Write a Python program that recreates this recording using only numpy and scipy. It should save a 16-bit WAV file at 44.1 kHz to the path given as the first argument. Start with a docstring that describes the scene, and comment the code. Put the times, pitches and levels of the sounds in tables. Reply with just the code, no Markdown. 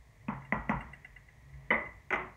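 """Spoon and cooking pot

A wooden spoon knocks three times on the rim of a full pot, is laid on a ceramic rest, and a dish is nudged.
Each contact: decaying sine modes (clack), a dense noise ring of stove and kitchen, a faint treble rattle.
Faint, roughly even ticks; hum and rumble swell after the knocks over burner hiss and a treble floor.
The microphone resonates near 2 kHz, so every contact sounds strong there; nothing passes 15.75 kHz."""
import sys
import numpy as np
from scipy import signal
from scipy.fft import rfft, irfft, next_fast_len
from scipy.io import wavfile
from scipy.ndimage import map_coordinates

SR = 44100
rng = np.random.default_rng(int(sys.argv[2]) if len(sys.argv) > 2 else 0)


def to_wav(sig):
    """Store sig (one row per channel, or 1-D mono) as 16-bit WAV at the path in sys.argv[1].

    Samples outside -1..1 are clipped; the rate is SR.
    """
    pcm = np.clip(np.atleast_2d(sig), -1, 1) * 32767
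    pcm = np.round(pcm).astype(np.int16)
    wavfile.write(sys.argv[1], SR, pcm.T)  # frames by channels


N = 104208

# Contacts: [t/s, level/dB, 2 kHz resonance boost/dB, ring offset/dB, rattle re level/dB]
SPOON_KNOCKS = [(0.283, -21, -12, -7, -65), (0.5233, -18, 3.5, -5.5, -58), (0.6936, -16.5, 0, -6.5, -55)]
SPOON_SET_DOWN = [(1.7048, -14.5, 0, -2, -65.5), (1.7112, -19, 0.012, -6, -66),
                  (1.738, -27.5, 0.02, -13, -66)]
DISH_NUDGE = [(2.1050, -29, 4, 2.5, -50), (2.1262, -21.5, 0.5, 0.5, -46), (2.1345, -29.5, 3, -1, -53),
              (2.141, -30.5, 2.5, -28, -44), (2.157, -29.5, 0.0085, -4.5, -63)]
FAINT_TICKS = [(.333, -61, 3, -5, -42), (.418, -63.5, 11, 6, -42), (.4475, -50.5, -0.5, 1, -36),
               (.685, -50.5, 1, 4, -40), (.805, -39, -3, -5, -40), (.931, -46.5, 4, -1, -31.5),
               (1.045, -45.5, 2.5, -0.5, -39), (1.161, -48.5, 2.5, -0.5, -41), (1.283, -62.5, 10, 5, -44),
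               (1.533, -65.5, 8.5, 3, -44), (1.856, -53, 11, 0, -50)]

# Modes of each contact, microphone resonance included: [nominal f/Hz, nominal level/dB, t60/s, build-up/s]
POT_MODES = [(215, 8, 0.043, 0.0065), (235, -24, 0.055, 0.0031), (616, -8.5, 0.027, 0.0015),
             (987, -5, 0.013, 0.00068), (938, -18, 0.2, 0.02), (987, -13, 0.09, 0.015),
             (1006, -17, 0.16, 0.031), (1081.4, -9, 0.086, 0.016), (1370, -28, 0.39, 0.0095),
             (1996, 1.5, 0.015, 0.0012), (1935, -23, 0.38, 0.026), (2520, -13.5, 0.019, 0.00096),
             (3170, -31.5, 0.021, 0.0013)]
REST_MODES = [(221.5, -11.5, 0.17, 0.0028), (324.5, -26.5, 0.36, 0.008), (432, -15.5, 0.13, 0.016),
              (521.6, -12.5, 0.065, 0.0045), (600, -23, 0.39, .015), (974, -23.5, 0.27, 0.0025),
              (1132, -15, 0.15, 0.0036), (1483, -21.5, .2, 0.007), (2013, 4, 0.029, 0.0018),
              (1992, -21, 0.44, 0.0086), (2042, -21.5, 0.45, 0.0068), (2164, 5.5, 0.02, 0.0021),
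              (3022, -20, .04, 0.004), (3620, -38, 0.14, 0.0024)]
DISH_MODES = [(368.2, -13, 0.31, 0.0014), (808, -3.5, 0.046, 0.0032), (1236, -17, 0.3, .003),
              (1341, -19, 0.29, 0.0025), (1466, -1, 0.036, 0.0013), (2028, 4, 0.018, 0.0011),
              (2043, -11, 0.22, 0.0053), (2300, 0.5, .016, 0.00079), (2990, -12.5, 0.014, 0.00067),
              (6440, -21.5, 0.011, 0.00069)]
TICK_MODES = [(730, -5.5, 0.06, .006), (1500, -7.5, 0.058, 0.002), (1705, 6, 0.055, 0.014),
              (2006, 12, 0.036, 0.0039), (2170, -1, 0.044, 0.0036), (2765, 1.5, 0.044, 0.0052)]

# Colour of the dense ring after each contact: [f/Hz, relative level/dB]
POT_RING_COLOUR = [(88, -21), (150, -4), (233, -10), (412, -19), (648, -10), (747, -13.5), (884, -4.5),
                   (1030, -4.5), (1130, -9.5), (1390, -11.5), (1600, -20.5), (2000, -13), (3310, -40.5),
                   (4300, -66), (7280, -120)]
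REST_RING_COLOUR = [(88, -47.5), (150, -13), (221, -4.5), (290, -29), (326, -4), (396, -13), (615, 0),
                    (673, -11.5), (1120, -3), (1540, -18.5), (2080, -1), (2520, -23), (3310, -31.5),
                    (4300, -53), (7280, -120)]
DISH_RING_COLOUR = [(88, -55), (150, -14.5), (199, -11), (276, -8.5), (298, 0), (362, -22.5), (451, -4.5),
                    (481, -21), (639, -3), (747, -9), (1060, -4.5), (1540, -13), (2050, -6), (3310, -29),
                    (4300, -51.5), (7280, -120)]
TICK_RING_COLOUR = [(400, -56.5), (800, -14), (1500, -14.5), (2000, 3), (2400, -17.5), (2800, -18),
                    (3500, -34)]

# Treble rattle of spoon and dish contacts, then of ticks: [f/Hz, relative level/dB]
CONTACT_RATTLE_COLOUR = [(4000, -53.5), (5000, -13), (5700, -4), (6400, -2), (7200, -15), (8400, -9),
                         (9500, -18.5), (11000, -60)]
TICK_RATTLE_COLOUR = [(6000, -58), (8000, -15.5), (8400, 0), (8800, -24), (11000, -50)]

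# Decay time of rings and rattles: [f/Hz, t60/s]
RING_DECAY = [(150, 0.63), (400, 0.37), (1000, 0.42), (2000, 0.4), (3500, 0.32), (7000, 0.087)]

# Hum level before wander: [t/s, rms level/dB]
HUM_LEVEL = [(0.0, -93), (0.1, -57.5), (0.17, -110), (0.24, -57.5), (0.37, -44.5), (0.47, -60), (0.53, -48),
             (0.6, -47.5), (0.64, -61.5), (0.7, -47.5), (0.77, -40.5), (0.87, -74), (0.93, -57.5),
             (1.02, -75), (1.24, -63.5), (1.27, -77), (1.58, -50), (1.68, -61.5), (1.71, -52), (1.93, -83),
             (2.18, -58.5), (2.21, -72), (2.25, -56), (2.36, -75)]
# Rumble tone before wander: [t/s, f/Hz, rms level/dB]
RUMBLE_TRACK = [(0.0, 58.8, -51), (0.1, 58.6, -71), (0.14, 57.8, -78.5), (0.35, 52.3, -52),
                (0.46, 59.6, -70), (0.48, 60.4, -57), (0.52, 57.25, -64), (0.6, 53.3, -42),
                (0.64, 53.4, -52.5), (0.71, 52.0, -57), (0.77, 51.3, -38), (0.8, 54.4, -50),
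                (0.89, 65.8, -53), (0.91, 65.3, -55.5), (1.05, 49.5, -70.5), (1.13, 45.03, -56.5),
                (1.34, 55.8, -66), (1.43, 57.74, -61.5), (1.51, 62.8, -65), (1.55, 64.2, -47),
                (1.61, 57, -63), (1.66, 52.8, -55), (1.72, 56.96, -64.5), (1.77, 59.1, -49.5),
                (1.8, 62.6, -58), (1.83, 63.0, -64.5), (2.0, 56.2, -55.5), (2.06, 55.6, -78),
                (2.16, 55.5, -54), (2.36, 53.1, -66)]
# Colour of the noise bed under the rumble tone: [f/Hz, relative level/dB]
RUMBLE_BED_COLOUR = [(15, -42.5), (30, -33.5), (42, -9), (54, -18.5), (66, -9), (85, -16.5), (110, -9.5),
                     (160, -46.5), (250, -85.5)]
# Burner hiss colour: [f/Hz, relative level/dB]
HISS_COLOUR = [(88, -28), (150, -5), (169, -16.5), (242, -18), (348, -24), (445, -20.5), (561, -26.5),
               (622, -17.5), (699, -24.5), (1060, -22.5), (1480, -34), (1940, -16.5), (2650, -33),
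               (3300, -37.5), (4290, -67.5), (7260, -120)]
# Burner hiss level before flicker: [t/s, rms level/dB]
HISS_TRACK = [(0, -67), (.25, -64.5), (.9, -61), (1.2, -66), (1.45, -64), (1.68, -62.5), (2.05, -64.5),
              (2.36, -68)]
# Treble floor colour: [f/Hz, relative level/dB]
FLOOR_COLOUR = [(2500, -31.5), (3300, 2), (4000, 1), (5000, -1.5), (6500, 1.5), (8000, -3), (9800, -4),
                (10400, -10.5), (11000, -6), (13000, -8.5), (15700, -8)]

RESONANCE_LOW_HZ, RESONANCE_HIGH_HZ = 1500, 2400  # modes in this band sit on the microphone's 2 kHz resonance
DETUNE = 0.006  # fractional pitch scatter of a mode from blow to blow
ECHO_DELAY_S, ECHO_DB, ECHO_HZ, ECHO_T60_S, ECHO_RISE_S = 0.046, -4.5, 190, 0.04, 0.0045
RATTLE_RISE_S = 0.0009
HUM_HZ = 135.5
RUMBLE_BED_DB, FLOOR_DB = -62, -76.5
BAND_LIMIT_HZ = 15750


def amp(db):
    """dB to gain."""
    return 10 ** (np.asarray(db) / 20)


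def unit(x):
    """Scale to rms 1."""
    return x / np.sqrt(np.mean(x ** 2) + 1e-20)


def along(points, hz):
    """Interpolate (f/Hz, value) points on a log frequency axis."""
    f, v = np.transpose(points)
    return np.interp(np.log(hz + 1), np.log(f + 1), v)


def curves(rows):
    """Interpolate each column after the time to one value per sample."""
    t_s, *columns = np.transpose(rows)
    return [np.interp(np.arange(N) / SR, t_s, c) for c in columns]


def wobble(knots_per_s):
    """Smooth random curve: spline through Gaussian knots."""
    knots = rng.standard_normal(int(N * knots_per_s / SR) + 4)
    return map_coordinates(knots, [np.arange(N) * knots_per_s / SR])


def wandering_tone(hz, level_db):
    """Sine of varying frequency and rms level; phase is the running sum of frequency."""
    phase = 2 * np.pi * np.cumsum(hz) / SR
    return np.sqrt(2) * amp(level_db) * np.sin(phase)


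def noise(colour):
    """Steady noise of rms 1, coloured in the frequency domain."""
    m = next_fast_len(N)
    gain = amp(along(colour, np.fft.rfftfreq(m, 1 / SR)))
    spectrum = rfft(rng.standard_normal(m)) * gain
    return unit(irfft(spectrum, m)[:N])


def build_up(t, rise_s):
    """Smooth onset from 0 to 1."""
    return 1 - np.exp(-(t / rise_s) ** 2)


def rumble():
    """Wandering low tone, swelling after the knocks, over a bed of low noise."""
    hz, level_db = curves(RUMBLE_TRACK)
    tone = wandering_tone(hz + 3 * wobble(4.8), level_db + 1.1 * wobble(15))
    bed = amp(RUMBLE_BED_DB + 2.5 * wobble(4.1)) * noise(RUMBLE_BED_COLOUR)
    return tone + bed


def burner_hiss():
    """Coloured noise of the burner, flickering slightly in level."""
    level_db, = curves(HISS_TRACK)
    return amp(level_db + 0.38 * wobble(3.4)) * noise(HISS_COLOUR)


def treble_floor():
    """Steady treble noise."""
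    return amp(FLOOR_DB) * noise(FLOOR_COLOUR)


def hum():
    """Low unsteady tone, perhaps the stove top resonating."""
    level_db, = curves(HUM_LEVEL)
    return wandering_tone(HUM_HZ + 1.54 * wobble(8.27), level_db + 0.31 * wobble(25))


def clack(modes, resonance_db, scatter_db):
    """Sum of decaying sine modes, each with its own onset and random level and pitch scatter."""
    t = np.arange(SR // 2) / SR
    total = np.zeros(len(t))
    for hz, level_db, t60_s, rise_s in modes:
        boost_db = resonance_db * (RESONANCE_LOW_HZ < hz < RESONANCE_HIGH_HZ)
        level_db = level_db + boost_db + scatter_db * rng.standard_normal()
        mode_hz = hz * (1 + DETUNE * rng.standard_normal())
        envelope = amp(level_db - 60 * t / t60_s) * build_up(t, rise_s)
        total += envelope * np.sin(2 * np.pi * mode_hz * t)
    return total


def ring(colour, rise_s):
    """Fresh dense noise tail: it builds up, and each frequency dies at its own rate."""
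    n = SR // 2
    hz, frame_s, z = signal.stft(rng.standard_normal(n), SR, nperseg=512)
    colour_db = along(colour, hz)[:, None]
    decay_db = 60 * frame_s / along(RING_DECAY, hz)[:, None]
    x = signal.istft(z * amp(colour_db - decay_db), SR, nperseg=512)[1][:n]
    x = x / np.sqrt(np.mean(x[:SR // 20] ** 2))  # rms 1 over first 50 ms, before build-up
    return x * build_up(np.arange(n) / SR, rise_s)


def contacts(events, modes, ring_colour, rattle_colour, ring_db, rise_s, scatter_db):
    """Each contact excites the object's modes and starts its ring and a faint treble rattle."""
    out = np.zeros(N + SR)
    for t_s, level_db, resonance_db, ring_offset_db, rattle_db in events:
        hit = clack(modes, resonance_db, scatter_db)
        hit += amp(ring_db + ring_offset_db) * ring(ring_colour, rise_s)
        hit += amp(rattle_db) * ring(rattle_colour, RATTLE_RISE_S)
        out[round(t_s * SR):][:len(hit)] += amp(level_db) * hit
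    return out[:N]


def spoon_knocks():
    """Wooden spoon on the rim of the full pot: short pot modes plus ring."""
    return contacts(SPOON_KNOCKS, POT_MODES, POT_RING_COLOUR, CONTACT_RATTLE_COLOUR,
                    ring_db=-10.5, rise_s=0.0058, scatter_db=-2.17)


def thud_echo():
    """Low thud of each knock returns once, as a decaying sine with a soft onset."""
    out, t = np.zeros(N + SR), np.arange(SR // 4) / SR
    for t_s, level_db, *_ in SPOON_KNOCKS:
        envelope = amp(level_db + ECHO_DB - 60 * t / ECHO_T60_S) * build_up(t, ECHO_RISE_S)
        start = round((t_s + ECHO_DELAY_S) * SR)
        out[start:][:len(t)] += envelope * np.sin(2 * np.pi * ECHO_HZ * t)
    return out[:N]


def ticking():
    """Faint ticks: short decaying modes and a ring, with a narrow treble rattle."""
    return contacts(FAINT_TICKS, TICK_MODES, TICK_RING_COLOUR, TICK_RATTLE_COLOUR,
                    ring_db=-14, rise_s=0.0044, scatter_db=1.2)


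def spoon_set_down():
    """Spoon laid on the ceramic rest: three contacts excite the rest's modes."""
    return contacts(SPOON_SET_DOWN, REST_MODES, REST_RING_COLOUR, CONTACT_RATTLE_COLOUR,
                    ring_db=-13, rise_s=0.003, scatter_db=3.2)


def dish_nudge():
    """Nudged dish: a quick cluster of contacts excites its modes."""
    return contacts(DISH_NUDGE, DISH_MODES, DISH_RING_COLOUR, CONTACT_RATTLE_COLOUR,
                    ring_db=-12.5, rise_s=0.0045, scatter_db=1.5)


def scene():
    """Four kinds of contact over rumble, hiss, treble floor and hum."""
    background = rumble() + burner_hiss() + treble_floor() + hum()
    struck = spoon_knocks() + thud_echo() + ticking() + spoon_set_down() + dish_nudge()
    return (background + struck)[None]


def record(dry):
    """Brick-wall low-pass: nothing is kept above the band limit."""
    m = next_fast_len(N + 4096)
    keep = np.fft.rfftfreq(m, 1 / SR) < BAND_LIMIT_HZ
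    return irfft(rfft(dry, m) * keep, m)[:, :N]


dry = scene()
out = record(dry)
to_wav(out)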